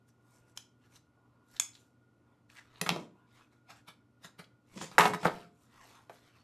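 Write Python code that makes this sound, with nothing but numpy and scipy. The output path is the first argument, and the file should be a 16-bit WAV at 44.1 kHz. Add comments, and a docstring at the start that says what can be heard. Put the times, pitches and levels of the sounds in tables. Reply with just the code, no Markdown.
"""Craft scissors click open amid faint rustling, snip once and are put down on a wooden table.
A straw-lined metal baking pan is tipped on its edge, brushed out by hand, dropped flat with a clatter
and picked up. Impacts excite the damped modes of blades, pan and table; sliding friction makes the
noise of hands, sleeves and the dragged rim. A fan hums faintly behind, and a small room reverberates."""
import sys
import numpy as np
from scipy import signal
from scipy.fft import rfft, irfft, next_fast_len
from scipy.io import wavfile
from scipy.ndimage import uniform_filter1d

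SR = 44100
rng = np.random.default_rng(int(sys.argv[2]) if len(sys.argv) > 2 else 0)


def dump_mix(stems):
    """Bounce the given channels to the path in sys.argv[1] as a 16-bit WAV at rate SR."""
    frames = np.atleast_2d(stems).T  # one column per channel
    limited = np.clip(frames, -1, 1)  # hard clip at full scale
    pcm = np.round(limited * 32767).astype(np.int16)
    wavfile.write(sys.argv[1], SR, pcm)


N = 283602
T = np.arange(SR // 2) / SR  # time axis of one short event [s]

# spectrum of crackling straw: (frequency [Hz], level [dB])
STRAW_SPECTRUM = [(2500, -20.5), (5500, -1), (7500, -0.5), (10000, -6), (13000, -6)]
# spectrum of stick-slip scraping: (frequency [Hz], level [dB])
SCRAPE_SPECTRUM = [(410, -46), (700, -20), (1050, -11), (1380, -15.5), (1980, -9), (2360, -9),
                   (7830, -12.5), (13500, -32)]


def pan():
    """Impact on a thin plate: each knock excites bending modes, lower ones when the contact is soft."""
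    # knocks on the table: (time [s], relative levels of sheet [dB], rim [dB], table [dB], crack [dB],
    # sheet centre frequency [Hz], clatter T60 [s])
    knocks = [(2.818, -41.5, -51.5, -47, -54, 540, 0.2), (2.863, -34, -38.5, -35, -36, 1120, 0.09),
              (2.892, -29, -15.5, -36.5, -13, 1030, 0.025), (2.903, -33.5, -20.5, -30, -32.5, 950, 0.013),
              (2.962, -32.5, -61, -41, -38.5, 580, 0.049), (4.778, -51, -52, -46, -43, 700, .06),
              (4.813, -38, -54, -44, -36.5, 910, 0.041), (4.915, -46.5, -57, -55, -44.5, 1030, 0.014),
              (4.9819, -8.5, -30, -45, -19, 1010, .036), (4.995, -18, -27, -24, -36.5, 970, .12),
              (5.008, -19.5, -23, -49, -21, 1000, 0.063), (5.036, -23.5, -36, -52, -30, 925, 0.086),
              (5.054, -20, -26, -34, -36, 930, 0.087), (5.135, -30, -38, -33, -54, 1020, 0.057),
              (5.146, -38.5, -40, -34, -29, 1100, 0.05), (5.23, -38.5, -45.5, -34, -55, 1000, 0.23),
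              (5.249, -26.5, -45, -35, -37.5, 1090, 0.021), (5.254, -15, -38, -22, -27, 668, 0.039),
              (5.267, -26.5, -33, -63, -28, 486, 0.097), (6.096, -43, -58, -64.5, -48, 723, 0.071)]
    # the pan's clearest modes: (frequency [Hz], level [dB], T60 [s])
    modes = [(326, -16.5, 0.3), (422, -9, 0.45), (700, -15, 0.49), (790, 0.5, 0.1224), (880, -5, 0.16),
             (920, -12.5, 0.13), (992, -2, 0.24), (987, -2.5, 0.2), (1255, 2.5, 0.18), (1395, -0.5, 0.085),
             (1420, -6.5, 0.089), (1577, -17, 0.43), (1710, -12.5, 0.047), (1822, -6, 0.15),
             (1810, -9.5, 0.081), (2194, -8.5, 0.28), (2480, -17, 0.17), (3800, -13.5, 0.15)]
    # spectra of the sheet's crowded modes, the rim and the contact crack: (frequency [Hz], level [dB])
    sheet_spectrum = [(20, -47), (120, -29.5), (300, -11), (550, -10), (830, -1.5), (1050, -1),
                      (1300, -8.5), (1600, -7.5), (2100, -12), (3000, -19.5), (6000, -49.5)]
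    rim_spectrum = [(800, -28.5), (2000, -1), (3300, 3.5), (4800, -3.5), (7000, -26), (13000, -42.5)]
    crack_spectrum = [(30, -43), (300, -10.5), (900, 6), (3500, -3.5), (5000, -4), (7000, -25),
                      (13000, -30)]
    straw_offset_db, straw_db_per_octave = -16.5, 17  # harder knocks rattle the straw more
    out = np.zeros(N)
    mode_hz, mode_db, mode_t60 = np.transpose(modes)
    for s, sheet_db, rim_db, table_db, crack_db, centre_hz, t60 in knocks:
        hardness = centre_hz / 1000
        attack = 1 - np.exp(-T * hardness ** 2 / 0.00018)  # soft contacts build up slowly
        colour = np.array(sheet_spectrum) * [hardness, 1]
        excited_db = mode_db + along(colour, mode_hz) - along(sheet_spectrum, mode_hz)
        tones = amp(-9.5) * hardness ** 3 * ring(mode_hz, excited_db, mode_t60, scatter_db=2)
        sheet = burst(colour, attack * fade(t60)) + attack * tones
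        rim = amp(rim_db - 3.5) * burst(rim_spectrum, attack * fade(0.69 * t60))
        straw_db = sheet_db + straw_offset_db + straw_db_per_octave * np.log2(hardness)
        straw = amp(straw_db) * burst(STRAW_SPECTRUM, attack * fade(1.7 * t60), spiky=0.55)
        crack = amp(crack_db) * burst(crack_spectrum, fade(0.0053))
        add(out, s, amp(sheet_db) * sheet + rim + straw + crack + amp(table_db + 1.5) * table_thump())
    # a low cut removes the deepest rumble from the knocks
    return filtered(out, lambda hz: (1j * hz / (38 + 1j * hz)) ** 2)


def scissors():
    """Contact excitation: the blades chatter briefly, then ring weakly, damped by the hand."""
    # opening, shutting, landing: (time [s], level [dB], chatter [s], tick re steel [dB], table [dB])
    contacts = [(.574, -36.5, 0.0033, -6, -86), (1.598, -18, 0.0031, -10, -62),
                (2.813, -30.5, 0.0045, 1.5, -30)]
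    # blade modes: (frequency [Hz], T60 [s], level on opening [dB], shutting [dB], landing [dB])
    modes = [(1910, 0.065, -40, -24.5, 5.5), (2120, 0.063, -27, -17.5, -5),
             (2440, 0.055, -25, -17.5, -13.5), (3128, 0.094, -0.5, -27.5, -7), (3470, .06, -9, -10, -19.5),
             (4030, 0.03, -9, -19.5, 2), (5286, .035, -2, -8, -6), (5610, 0.052, -10, -20, -8),
             (5966, 0.1, -2, -20, -15.5), (6670, .13, -7, -2, -13.5), (7040, 0.056, -13, -2.5, -8.5),
             (6860, .12, -8, -8, -18.5), (7775, 0.16, -7, -9.5, -12.5), (7900, .06, -14, -9, -20.5),
             (8730, .09, -23, -12.5, -20), (10100, .03, -17, -19.5, -1.5)]
    # spectrum of the blade contact: (frequency [Hz], level [dB])
    tick_spectrum = [(200, -24), (600, -6.5), (900, -1.5), (3000, 2.5), (8000, -2.5), (11500, 1),
                     (13500, -17)]
    out = np.zeros(N)
    hz, t60, *strengths = np.transpose(modes)
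    for (s, db, chatter_s, tick_db, table_db), mode_db in zip(contacts, strengths):
        contact = (1 - np.exp(-T / 0.0004)) / (1 + (T / chatter_s) ** 4)
        after_ring = amp(-30) * fade(0.25)
        steel = ring(hz, mode_db, t60, scatter_db=1) * (contact + after_ring)
        steel = unit(steel) * np.sqrt(np.mean(contact ** 2))  # the modes share the energy of the blow
        tick_tail = amp(-23.5) * fade(0.23)  # a faint, short, noisy decay after each click
        tick = amp(tick_db) * burst(tick_spectrum, contact + tick_tail)
        add(out, s, amp(db) * (steel + tick) + amp(table_db) * table_thump())
    return out


def table_thump():
    """Modal response: the struck table top swings up over a few milliseconds and booms."""
    # modes of the wooden top: (frequency [Hz], level [dB], T60 [s])
    modes = [(123, -19.5, 0.088), (166, -5.5, 0.1), (181, 2.5, 0.09), (207, -6, 0.046),
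             (255.4, -16.5, 0.16), (358, -12.5, 0.075), (431.3, -9, 0.086), (626, -7.5, 0.063)]
    boom = sum(amp(db) * np.sin(2 * np.pi * hz * T) * fade(t60) for hz, db, t60 in modes)
    return boom * (1 - np.exp(-T / 0.0044)) ** 2


def pan_drag():
    """Stick-slip friction: the pan's edge scrapes along and makes the boards judder."""
    # drags: (peak time [s], relative levels of judder [dB], scrape [dB], rise [s], fall [s])
    drags = [(2.92, -33.5, -62, 0.016, 0.036), (2.96, -35.5, -58, 0.034, 0.058),
             (3.005, -42, -66, 0.033, 0.087), (4.78, -39.5, -52, 0.034, 0.014),
             (4.826, -39, -44.5, 0.041, 0.068), (5.09, -31, -55.5, 0.12, 0.075),
             (5.14, -60, -53, 0.017, 0.024), (5.225, -48, -53.5, 0.045, .03)]
    # spectrum of the juddering boards: (frequency [Hz], level [dB])
    judder_spectrum = [(29, -45.5), (50, -25.5), (119, -11.5), (180, 7), (240, -5), (330, -1.5), (400, -10),
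                       (570, -6), (750, -19), (1050, -14), (1400, -28), (2600, -49.5)]
    judder_gain, scrape_gain = stroke_gains(drags)
    scrape = shifting(noise(SCRAPE_SPECTRUM, size=N, spiky=0.5), depth_db=2.5)
    judder = noise(judder_spectrum, size=N)
    return amp(-6) * judder_gain * judder + amp(-1) * scrape_gain * scrape


def finger_sweeps():
    """Sliding friction: quick finger strokes brush the pan and rock it against the table."""
    # sweeps: (peak time [s], level [dB], rise by 20 dB [s], table level [dB])
    sweeps = [(3.706, -49.5, 0.026, -60), (3.883, -47, 0.013, -52), (4.249, -43.5, .023, -46.5),
              (4.393, -47, 0.01, -42.5)]
    # spectrum of the brushed pan: (frequency [Hz], level [dB])
    brush_spectrum = [(100, -34.5), (300, -15), (560, -7), (920, 0), (1330, -2), (1800, -4), (3600, -11),
                      (4900, -14.5), (12000, -23.5), (13500, -28)]
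    lead_s, fall_s = 0.1, 0.039  # start ahead of the peak; time to fall by 20 dB
    out = np.zeros(N)
    for s, db, rise_s, table_db in sweeps:
        envelope = 10 ** -np.maximum((lead_s - T) / rise_s, (T - lead_s) / fall_s)
        brush = shifting(noise(brush_spectrum, size=len(T), spiky=0.18), depth_db=4.5)
        add(out, s - lead_s, amp(db) * envelope * brush)
        add(out, s - 0.003, amp(table_db) * table_thump())
    return out


def scratches():
    """Resonant filtering: blades and nails slip on paper and straw, whose resonance colours the noise."""
    # scratches: (peak time [s], level [dB], resonance [Hz], half-width [s])
    events = [(0.082, -75, 5750, 0.0065), (0.927, -63, 2200, 0.0051), (0.964, -64, 3980, 0.0099),
              (1.57, -57, 3970, 0.0087), (1.758, -59.5, 4000, 0.018), (2.499, -58.5, 1770, 0.0036),
              (2.578, -55, 1746, .02), (3.759, -68.5, 3400, 0.007), (4.446, -61.5, 3250, 0.003)]
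    out, lead_s = np.zeros(N), 0.1
    for s, db, centre_hz, width_s in events:
        slips = noise(SCRAPE_SPECTRUM, size=len(T), spiky=0.8)
        coloured = filtered(slips, lambda hz: 0.15 + 1 / (1 + 4j * (hz / centre_hz - centre_hz / (hz + 1))))
        envelope = np.exp(-((T - lead_s) / width_s) ** 2)
        add(out, s - lead_s, amp(db) * unit(coloured) * envelope)
    return out


def hand_rustle():
    """Roughness noise: a stroking hand rubs paper and sets off tiny contacts in the straw; the stroke at 0.568
    s is the scissor blades sliding just before they click open."""
    # strokes: (peak time [s], relative levels of rub [dB], crackle [dB], rise [s], fall [s])
    strokes = [(.09, -75, -67.5, 0.022, 0.014), (.365, -77, -68.5, .15, 0.064),
               (.5, -79, -75, 0.076, 0.046), (.568, -62, -62, 0.013, 0.016),
               (.86, -74.5, -77, 0.072, 0.043), (.966, -65, -62.5, 0.068, 0.022),
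               (1.562, -64, -61.5, 0.095, 0.051), (1.752, -74, -68.5, 0.029, 0.16),
               (2.51, -67, -71, 0.019, 0.069), (2.578, -65, -70, 0.07, 0.095), (2.79, -65, -74, 0.15, 0.09),
               (3.378, -64, -72, 0.097, 0.1), (3.526, -74.5, -80, 0.017, 0.089),
               (3.764, -64, -69.5, 0.032, 0.068), (4.755, -62.5, -65.5, 0.088, .05),
               (4.93, -57.5, -62.5, .07, .1), (5.38, -57, -65.5, 0.2, 0.11),
               (5.638, -80.5, -71, 0.11, 0.048), (5.73, -78, -79, .025, 0.089),
               (5.89, -61.5, -65.5, .22, 0.2), (6.14, -64.5, -67, .04, 0.089),
               (6.276, -65.5, -75, 0.082, 0.057), (6.36, -68, -76, 0.048, 0.12)]
    # spectrum of rubbed paper: (frequency [Hz], level [dB])
    paper_spectrum = [(250, 1.5), (600, 0), (1200, 4.5), (2000, -0.5), (3800, -3), (6000, -12),
                      (12000, -31.5)]
    rub_gain, crackle_gain = stroke_gains(strokes)
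    straw = shifting(noise(STRAW_SPECTRUM, size=N, spiky=0.5), depth_db=3)
    paper = shifting(noise(paper_spectrum, size=N, spiky=0.45), depth_db=3.5)
    return amp(0.5) * rub_gain * paper + amp(-2.5) * crackle_gain * straw


def sleeves():
    """Cloth friction: a sleeve swishes softly with each reach of an arm."""
    # reaches: (peak time [s], level [dB], rise and fall [s])
    reaches = [(.38, -71, .3), (1.32, -75, .3), (2.33, -72.5, 0.13), (3.2, -71, 0.13), (5.85, -67.5, 0.38)]
    # spectrum of sliding cloth: (frequency [Hz], level [dB])
    cloth_spectrum = [(300, -14), (700, -7.5), (1030, 3.5), (1400, -14), (2200, -18), (6000, -37)]
    motion = sum(amp(db) * swell(s, length, length) for s, db, length in reaches)
    return motion * shifting(noise(cloth_spectrum, size=N), depth_db=4.5)


def fan():
    """Broadband flow noise, with the tonal hum of a motor and a narrow-band whine."""
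    # spectrum of the moving air, and the motor's tones: (frequency [Hz], level [dB])
    air_spectrum = [(15, -59), (25, -34), (48, -31), (63, -15), (119, -5), (147, -14), (237, -9.5),
                    (781, -24.5), (1020, -25), (1470, -26), (1600, -42), (1820, -33), (3180, -39),
                    (12600, -49), (14000, -52.5)]
    motor_tones = [(120, -73), (241, -81), (295, -79.5)]
    whine_hz, width_hz = 1428, 17
    t = np.arange(N) / SR
    hum = sum(amp(db) * np.sqrt(2) * np.sin(2 * np.pi * (hz * t + rng.random())) for hz, db in motor_tones)
    whine = filtered(rng.standard_normal(N), lambda hz: 1 / (1 + ((hz - whine_hz) / width_hz) ** 2))
    return amp(-70.5) * noise(air_spectrum, size=N) + hum + amp(-80.5) * unit(whine)


def room(x):
    """Diffuse reverberation: a tail, thin in the bass, in which each frequency decays at its own rate."""
    # reverberation times: (frequency [Hz], T60 [s])
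    decay_times = [(150, 0.72), (600, 0.31), (2000, 0.3), (7000, 0.25), (13000, 0.19)]
    hz, t, bands = signal.stft(rng.standard_normal(SR), SR, nperseg=256)
    bass_cut = (hz / (hz + 200))[:, None]
    decay = np.exp(-np.log(1000) * t / along(decay_times, hz)[:, None])
    tail = signal.istft(bands * bass_cut * decay, SR, nperseg=256)[1][:len(T)]
    tail *= 1 - np.exp(-T / 0.00067)
    return signal.fftconvolve(x, tail / np.linalg.norm(tail))[:N]


def ring(hz, db, t60, scatter_db):
    """Modal superposition: damped sines at new strengths for every blow, starting at rms 1."""
    gain = amp(db + scatter_db * rng.standard_normal(len(db)))[:, None]
    phase = 2 * np.pi * rng.random(gain.shape)
    modes = gain * np.sin(2 * np.pi * hz[:, None] * T + phase) * fade(t60[:, None])
    return np.sum(modes, axis=0) / np.sqrt(np.sum(gain ** 2) / 2)


def burst(spectrum, envelope, spiky=0):
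    """Modal overlap: crowded modes merge into noise that carries the energy of its envelope."""
    x = noise(spectrum, size=len(T), spiky=spiky) * envelope
    return unit(x) * np.sqrt(np.mean(envelope ** 2))


def noise(spectrum, size, spiky=0):
    """Coloured noise of rms 1; spiky makes it a crowd of tiny contacts of unequal strength."""
    grains = np.repeat(rng.standard_normal(size // 32 + 1), 32)[:size]
    excitation = rng.standard_normal(size) * np.exp(spiky * grains)
    return unit(filtered(excitation, lambda hz: amp(along(spectrum, hz))))


def shifting(x, depth_db):
    """Moving excitation point: resonances come and go at random as the touched spot moves."""
    bands = signal.stft(x, nperseg=512)[2]
    field = uniform_filter1d(rng.standard_normal(bands.shape), size=5, axis=0)  # smooth in frequency
    field = uniform_filter1d(field, size=12, axis=1)  # and in time
    return unit(signal.istft(bands * amp(depth_db * unit(field)), nperseg=512)[1][:len(x)])


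def swell(s, rise, fall):
    """Stroke envelope: peaks at s seconds and is 20 dB down rise seconds before and fall seconds after."""
    t = np.arange(N) / SR - s
    distance = np.maximum(-t / rise, t / fall)
    return 10 ** -np.minimum(distance ** 1.6, 10)  # exponent 1 gives a pointed peak, 2 a bell


def stroke_gains(rows):
    """Summed stroke envelopes: one gain curve for each of the two level columns."""
    return sum(np.outer(amp(levels_db), swell(s, rise, fall)) for s, *levels_db, rise, fall in rows)


def fade(t60):
    """Exponential decay from 1, by 60 dB in t60 seconds."""
    return np.exp(-np.log(1000) * T / t60)


def filtered(x, response):
    """Linear filtering: the spectrum of x times a frequency response."""
    n = x.shape[-1]
    padded = next_fast_len(n + 8192)
    return irfft(rfft(x, padded) * response(np.fft.rfftfreq(padded, 1 / SR)), padded)[..., :n]


def along(points, hz):
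    """Interpolation of (frequency [Hz], value) points on a logarithmic axis."""
    point_hz, values = np.transpose(points)
    return np.interp(np.log(hz + 1), np.log(point_hz + 1), values)


def amp(db):
    """Decibels to gain."""
    return 10 ** (np.asarray(db) / 20)


def unit(x):
    """Normalisation to rms 1."""
    return x / np.sqrt(np.mean(x ** 2) + 1e-20)


def add(track, s, sound):
    """Superposition of a sound on a track at s seconds."""
    start = max(round(s * SR), 0)
    track[start:start + len(sound)] += sound[:N - start]


def scene():
    """Mid-side stereo: every source sits in the middle and only the treble spreads."""
    # stereo spread: (frequency [Hz], side gain [dB])
    spread = [(2000, -69), (3200, -47.5), (4500, -22.5), (8000, -11.5), (13000, -13)]
    direct = scissors() + pan() + finger_sweeps() + scratches() + hand_rustle() + pan_drag() + sleeves()
    mid = direct + amp(-8.5) * room(direct) + fan()
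    side = filtered(amp(-1) * room(direct) + amp(-4) * mid, lambda hz: 1j * amp(along(spread, hz)))
    return np.array([mid + side, mid - side])


def record(dry):
    """Band limiting: a steep low-pass removes the highest treble."""
    cutoff_hz = 13200
    return filtered(dry, lambda hz: 1 / np.sqrt(1 + (hz / cutoff_hz) ** 120))


dry = scene()
out = record(dry)
dump_mix(out)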